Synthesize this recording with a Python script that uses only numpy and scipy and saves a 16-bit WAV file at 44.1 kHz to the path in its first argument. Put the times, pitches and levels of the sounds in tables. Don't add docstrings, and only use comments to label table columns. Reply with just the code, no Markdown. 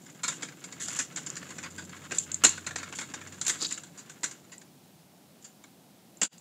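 import sys
import numpy as np
from scipy import signal
from scipy.fft import rfft, irfft, next_fast_len
from scipy.io import wavfile

SR = 44100
rng = np.random.default_rng(int(sys.argv[2]) if len(sys.argv) > 2 else 0)


def bounce(signal):
    frames = np.transpose(np.atleast_2d(signal))
    limited = np.clip(frames, -1, 1)
    pcm = np.round(limited * 32767).astype(np.int16)
    wavfile.write(sys.argv[1], SR, pcm)


N = 282441
TIME = np.arange(N) / SR

# (time [s], strength [dB], hardness, chatter length [s])
CLACKS = [(0.233, -29, -0.15, 0.012), (0.28, -29, 0.24, 0.0068), (0.318, -41, -0.39, 0.0071),
          (0.485, -47, -0.59, 0.001), (0.64, -42.5, 0.29, 0.00067), (0.724, -44, 0.12, 0.00067),
          (0.798, -39, -0.11, 0.021), (0.883, -37.5, 0.31, 0.00067), (0.988, -27.5, 0.13, 0.013),
          (1.159, -41.5, 0.23, 0.0028), (1.17, -36, -0.041, 0.0079), (1.267, -40, .5, 0.0013),
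          (1.366, -38.5, 0, 0.0036), (1.489, -48.5, -0.17, 0.00067), (1.583, -40, -0.35, 0.0033),
          (1.635, -39.5, -0.79, 0.012), (1.78, -39, -0.75, 0.013), (2.145, -44, 0.93, .004),
          (2.575, -41.5, -1, 0.0029), (2.665, -33, -0.3, 0.0042), (2.709, -42, -1.14, 0.00037),
          (2.758, -33, -0.38, .0005), (2.782, -41, -.2, 0.0024), (2.83, -40, -0.99, 0.00055),
          (2.925, -42, -0.66, 0.00067), (2.986, -35, -.3, 0.00067), (3.012, -38.5, -0.61, 0.0049),
          (3.138, -37, -.4, 0.0036), (3.213, -46, -0.96, 0.0017), (3.271, -48, 0.15, .002),
          (3.323, -48.5, 0.17, 0.00067), (3.413, -34.5, 0.86, 0.00092), (3.465, -32.5, 0.84, 0.002),
          (3.479, -33, 0.79, 0.0028), (3.495, -26.5, 0.17, 0.0021), (3.708, -38.5, 0.23, .006),
          (3.776, -41, 0.021, 0.0014), (3.835, -47.5, 0.17, 0.001), (3.975, -45, 0.39, 0.02),
          (4.096, -46, -0.042, 0.0015), (4.311, -45.5, 0.36, .002), (4.518, -46, -0.12, 0.014),
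          (4.614, -54, -0.098, 0.0037), (5.443, -50, .9, 0.0099), (5.639, -52.5, -0.42, 0.00067)]
# (time [s], first wheel [dB], gap [s], second wheel [dB], hardness, extra deck thump [dB])
HEAVY_BLOWS = [(0.422, -40, 0.0076, -36, -0.45, 6.5), (2.109, -41.5, .009, -33.5, -0.83, 8.5),
               (2.437, -19, 0.0094, -16.5, 0.26, 5.5), (3.61, -46, .012, -35, 0.089, 11.5),
               (4.232, -34, 0.0071, -30, -0.088, 1.5), (6.215, -26.5, 0.015, -28.5, 0.42, 8.5)]
# (time [s], relative level [dB])
CLINKS = [(1.2626, -37.5), (2.1842, -20.5), (2.3165, -32), (2.343, -26.5), (2.4917, -24.5), (3.6668, -35),
          (3.723, -29.5), (4.58, -46.5), (6.17, -52.5), (6.38, -50)]
# (time [s], level [dB])
SNAPS = [(1.162, -34), (1.27, -51), (1.302, -34), (1.356, -41.5), (3.47, -35), (3.481, -24.5),
         (3.491, -29.5)]
# (time [s], relative level [dB])
ROLL_LEVEL = [(0, -61.5), (0.22, -64.5), (0.32, -57), (0.6, -61), (0.9, -56), (1.1, -59), (1.4, -54),
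              (1.8, -55.5), (2.3, -59), (2.75, -57), (3, -55.5), (3.25, -58.5), (3.6, -57.5), (3.9, -66.5),
              (4.3, -64.5), (4.8, -82), (6.4, -87)]
# (start [s], length [s], relative level [dB])
RATTLES = [(0.264, 0.05, -46.5), (0.797, 0.19, -41), (2.149, .06, -46), (2.498, 0.068, -50.5),
           (2.947, 0.052, -46), (3.438, 0.031, -47), (3.583, 0.091, -45.5), (3.7, 0.053, -58),
           (5.41, .06, -62.5)]
# (time [s], relative level [dB])
SKID_LEVEL = [(3.58, -65), (3.62, -36), (3.652, -35), (3.675, -53), (3.73, -49), (3.77, -60)]
# (time [s], firing rate [Hz], relative note level [dB], relative octave level [dB])
ENGINE = [(0, 83.5, -85, -59), (0.65, 83, -82, -57.5), (0.87, 89.3, -56, -63), (1.1, 87.5, -73, -57),
          (1.8, 90.5, -55.5, -57), (2.28, 90.8, -57, -56.5), (2.45, 91.4, -49.5, -68),
          (3.1, 92.5, -61, -69.5), (3.27, 93.5, -53.5, -80), (4.0, 92, -77, -73), (6.4, 88, -86, -79)]
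# (frequency [Hz], relative level [dB])
STREET_SPECTRUM = [(30, -36.5), (55, -36.5), (85, -18), (130, -8.5), (185, -1), (300, -8.5), (450, -15),
                   (750, -13.5), (1100, -22), (1700, -25.5), (4000, -24.5), (8000, -27), (13000, -28.5),
                   (15000, -29.5)]
# (time [s], gain [dB])
FADER = [(6.255, -1), (6.278, -15), (6.286, -36), (6.305, -28), (6.33, -2)]

# (frequency [Hz], width [Hz], relative level [dB])
DECK_MODES = [(186.4, 53, 3), (257, 87, 1), (337.6, 59, 2), (450, 70, -2.5), (565, 78.7, -13)]
WHEEL_MODES = [(839, 240, -9.5), (996, 200, -7.5), (1407, 180, 1), (1532, 100, 3), (1708, 180, 0),
               (1970, 160, -0.5), (2210, 87, -1), (2483, 280, -1.5)]
TUBE_MODES = [(2840, 200, -0.5), (3310, 310, -7.5), (3722, 330, -1.5), (3692, 176.6, -3), (4245, 320, -3.5),
              (4530, 240, -5), (4810, 273, -4), (4940, 530, -6), (5950, 170, -5)]
STEEL_MODES = [(6210, 71, -6), (6450, 170, -8.5), (6710, 69, -2), (6997, 200, 0.5), (7416, 160, -5),
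               (7370, 47, -8), (7640, 94, -5.5), (8010, 80, -6), (8330, 49, -19.5), (8850, 110, -13),
               (9850, 500, -30)]
CLINK_MODES = [(2800, 397, -22), (6180, 370, -19.5), (6650, 250, -8), (7150, 240, -2), (7280, 150, 2.5),
               (7590, 187, -7.5), (7950, 220, -11.5), (8410, 220, -18)]
CHIP_MODES = [(4450, 1500, -5), (5700, 1400, 2), (7160, 440, 4.5)]
SKID_MODES = [(3900, 180, 0.085), (4480, 130, -1.1), (5020, 260, -1.3)]
DRONE_MODES = [(137.8, 24.85, -3), (170, 28, -2), (216, 73, -6.5), (298.5, 87, -7), (506, 250, -17)]

# (offset [dB], slope [dB per unit of hardness])
TUBE_SHARE, STEEL_SHARE, WHEEL_SHARE, DECK_SHARE = (-3, 0.97), (2.4, 4.9), (-2, -6), (-14, -4.5)


def frame_blows(rows, thump_db=0):
    times, db, hardness, hold_s = np.transpose(rows)
    shares = (TUBE_SHARE, STEEL_SHARE, WHEEL_SHARE, DECK_SHARE)
    tube_db, steel_db, wheel_db, deck_db = (db + offset + slope * hardness for offset, slope in shares)
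    tube = strike(times, tube_db, TUBE_MODES, decay_s=0.0093, echo_db=-14, echo_s=0.062,
                  crack_db=-3.5, crack_hz=(2750, 5850), vary_db=6.5, hold_s=hold_s)
    steel = strike(times, steel_db, STEEL_MODES, decay_s=0.0055, echo_db=-10, echo_s=0.032,
                   crack_db=-6, crack_hz=(5800, 8220), vary_db=3, hold_s=hold_s)
    wheel = strike(times, wheel_db, WHEEL_MODES, decay_s=0.0061, echo_db=-15.5, echo_s=0.0503,
                   crack_db=-7, crack_hz=(1100, 2600), vary_db=3.5, hold_s=hold_s)
    deck = strike(times, deck_db + thump_db, DECK_MODES, decay_s=0.0034, echo_db=-13, echo_s=0.037,
                  crack_db=-5.5, crack_hz=(150, 795), vary_db=-1.5, hold_s=hold_s)
    return tube + steel + wheel + deck


def heavy_blows(chatter_s=0.002, rebound_s=0.018, rebound_db=-12.5):
    rows, thumps = [], []
    for start, first_db, gap_s, second_db, hardness, thump_db in HEAVY_BLOWS:
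        harder = hardness + 0.41
        rows += [(start, first_db, hardness, chatter_s),
                 (start + gap_s, second_db, harder, chatter_s),
                 (start + gap_s + rebound_s, second_db + rebound_db, harder, chatter_s)]
        thumps += [thump_db] * 3
    return frame_blows(rows, thump_db=np.array(thumps))


def joints(count=80, above_roll_db=4, spread_db=6.5, chatter_s=0.002):
    gap, strength, tone = rng.uniform(-0.91, 1, (count, 3)).T
    times = np.cumsum(1 + 0.63 * gap) / 12
    db = np.interp(times, *np.transpose(ROLL_LEVEL)) + above_roll_db + spread_db * strength
    hardness = -0.35 + 0.5 * tone
    return frame_blows(np.column_stack([times, db, hardness, np.full(count, chatter_s)]))


def clinks():
    times, db = np.transpose(CLINKS)
    return strike(times, db + 0.6, CLINK_MODES, decay_s=0.0015, echo_db=-21, echo_s=0.028,
                  crack_db=-13, crack_hz=(2500, 7000), vary_db=-0.5)


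def grit_snaps():
    times, db = np.transpose(SNAPS)
    return strike(times, db, CHIP_MODES, decay_s=0.0016, echo_db=-20.5, echo_s=0.069,
                  crack_db=-21, crack_hz=(3450, 7710), vary_db=7)


def rolling():
    roll_db, rattle = curve(ROLL_LEVEL), rattle_envelope()
    grit_gain = np.hypot(undb(roll_db), undb(-9) * rattle)
    buzz_gain = np.hypot(undb(roll_db - 3.5), rattle)
    grit = grains(rate_hz=1600, spread_db=3) * grit_gain * undb(4.8 * wander(45))
    buzz = grains(rate_hz=1500, spread_db=4) * buzz_gain * undb(2 * wander(60))
    sway = grains(rate_hz=900, spread_db=1.5) * undb(-15 + 0.67 * roll_db)
    wheels = undb(0.5) * resonate(grit, WHEEL_MODES) + undb(7.5) * band(grit, 638, 3500)
    hardware = undb(3) * resonate(buzz, STEEL_MODES) + undb(-7) * resonate(buzz, TUBE_MODES)
    sizzle = undb(2.5) * band(buzz, 3000, 8500)
    drone = undb(2.5) * resonate(sway, DRONE_MODES)
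    return wheels + hardware + sizzle + drone


def rattle_envelope(attack_s=0.008, release_s=0.042):
    gain = np.zeros(N)
    for start, length_s, db in RATTLES:
        attack = np.clip((TIME - start) / attack_s, 0, 1)
        release = np.exp(-np.maximum(TIME - start - length_s, 0) / release_s)
        gain += undb(db) * attack * release
    return gain


def skid():
    gate = (TIME > SKID_LEVEL[0][0]) & (TIME < SKID_LEVEL[-1][0])
    slips = grains(rate_hz=1200, spread_db=3.5) * undb(curve(SKID_LEVEL)) * gate
    return undb(4) * resonate(slips, SKID_MODES) + undb(7) * band(slips, 3550, 7600, order=6)


def engine():
    firing_hz = curve(ENGINE) * (1 + 0.0086 * wander(18))
    phase = 2 * np.pi * np.cumsum(firing_hz) / SR
    note = np.sin(phase) * undb(curve(ENGINE, column=2) - 1 + 2.4 * wander(7.9))
    octave = np.sin(2 * phase) * undb(curve(ENGINE, column=3) - 1 + 2.5 * wander(7))
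    return np.sqrt(2) * (note + octave)


def street(level_db=-56):
    hz, db = np.transpose(STREET_SPECTRUM)
    size = next_fast_len(N, True)
    freqs = np.maximum(np.arange(size // 2 + 1) * SR / size, 1)
    colour = undb(np.interp(np.log(freqs), np.log(hz), db))
    noise = irfft(rfft(rng.standard_normal(size)) * colour, size)[:N]
    return unit_rms(noise) * undb(level_db + 0.26 * wander(9))


def strike(times, levels_db, modes, decay_s, echo_db, echo_s, crack_db, crack_hz, vary_db, hold_s=0):
    size = 8192
    t, out = np.arange(size) / SR, np.zeros(N + size)
    hold = np.reshape(hold_s, (-1, 1))
    since_hold = np.maximum(t - hold, 0)
    chatter = np.exp(-since_hold / (decay_s + 0.77 * hold))
    echo = undb(echo_db) * np.exp(-since_hold / echo_s) * np.sqrt(1 - t / t[-1])
    bursts = rfft(rng.standard_normal((len(times), size)) * np.hypot(chatter, echo))
    body = undb(vary_db * rng.standard_normal((len(times), len(modes)))) @ rfft(rings(modes), size)
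    body /= np.linalg.norm(body, axis=1, keepdims=True)
    crack = rfft(band(signal.unit_impulse(size), *crack_hz))
    hits = irfft(bursts * (body + undb(crack_db) * crack / np.linalg.norm(crack)), size)
    for time_s, db, hit in zip(times, levels_db, hits):
        start = min(int(time_s * SR), N)
        out[start:start + size] += undb(db) * hit / np.linalg.norm(hit) * np.sqrt(SR / 100)
    return out[:N]


def grains(rate_hz, spread_db, count=16000):
    gap, strength, sign = rng.random((count, 3)).T
    onsets = np.cumsum(-np.log(1 - gap) * SR / rate_hz).astype(int)
    pushes = np.sign(sign - 0.5) * undb(spread_db * np.minimum(-np.log(1 - strength), 4))
    return unit_rms(np.bincount(onsets, pushes, minlength=N)[:N])


def rings(modes, size=2048):
    t = np.arange(size) / SR
    hz, width, db = np.transpose(modes)[:, :, None]
    sign = (-1) ** np.arange(len(modes))[:, None]
    return sign * undb(db) * width * np.exp(-np.pi * width * t) * np.sin(2 * np.pi * hz * t)


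def resonate(x, modes):
    response = rings(modes).sum(axis=0)
    return signal.oaconvolve(x, response / np.linalg.norm(response))[:N]


def band(x, lo_hz, hi_hz, order=2):
    return signal.sosfilt(signal.butter(order, [lo_hz, hi_hz], "band", fs=SR, output="sos"), x)


def wander(rate_hz):
    knots = rng.standard_normal(4096)
    return unit_rms(np.interp(TIME * rate_hz, np.arange(len(knots)), knots))


def curve(rows, column=1):
    rows = np.array(rows)
    return np.interp(TIME, rows[:, 0], rows[:, column])


def unit_rms(x):
    return x / np.sqrt(np.mean(x ** 2))


def undb(db):
    return 10 ** (np.asarray(db) / 20)


def scene():
    scooter = frame_blows(CLACKS) + heavy_blows() + joints() + clinks() + grit_snaps()
    scooter += rolling() + skid()
    radiated = band(scooter, lo_hz=115, hi_hz=15000, order=3)
    return (radiated + engine() + street())[None]


def record(dry, low_cut_hz=55, high_cut_hz=15600):
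    thinned = signal.sosfilt(signal.butter(2, low_cut_hz, "high", fs=SR, output="sos"), dry)
    rounded = np.tanh(thinned * undb(curve(FADER)))
    return signal.sosfilt(signal.ellip(10, 0.2, 70, high_cut_hz, fs=SR, output="sos"), rounded)


dry = scene()
out = record(dry)
bounce(out)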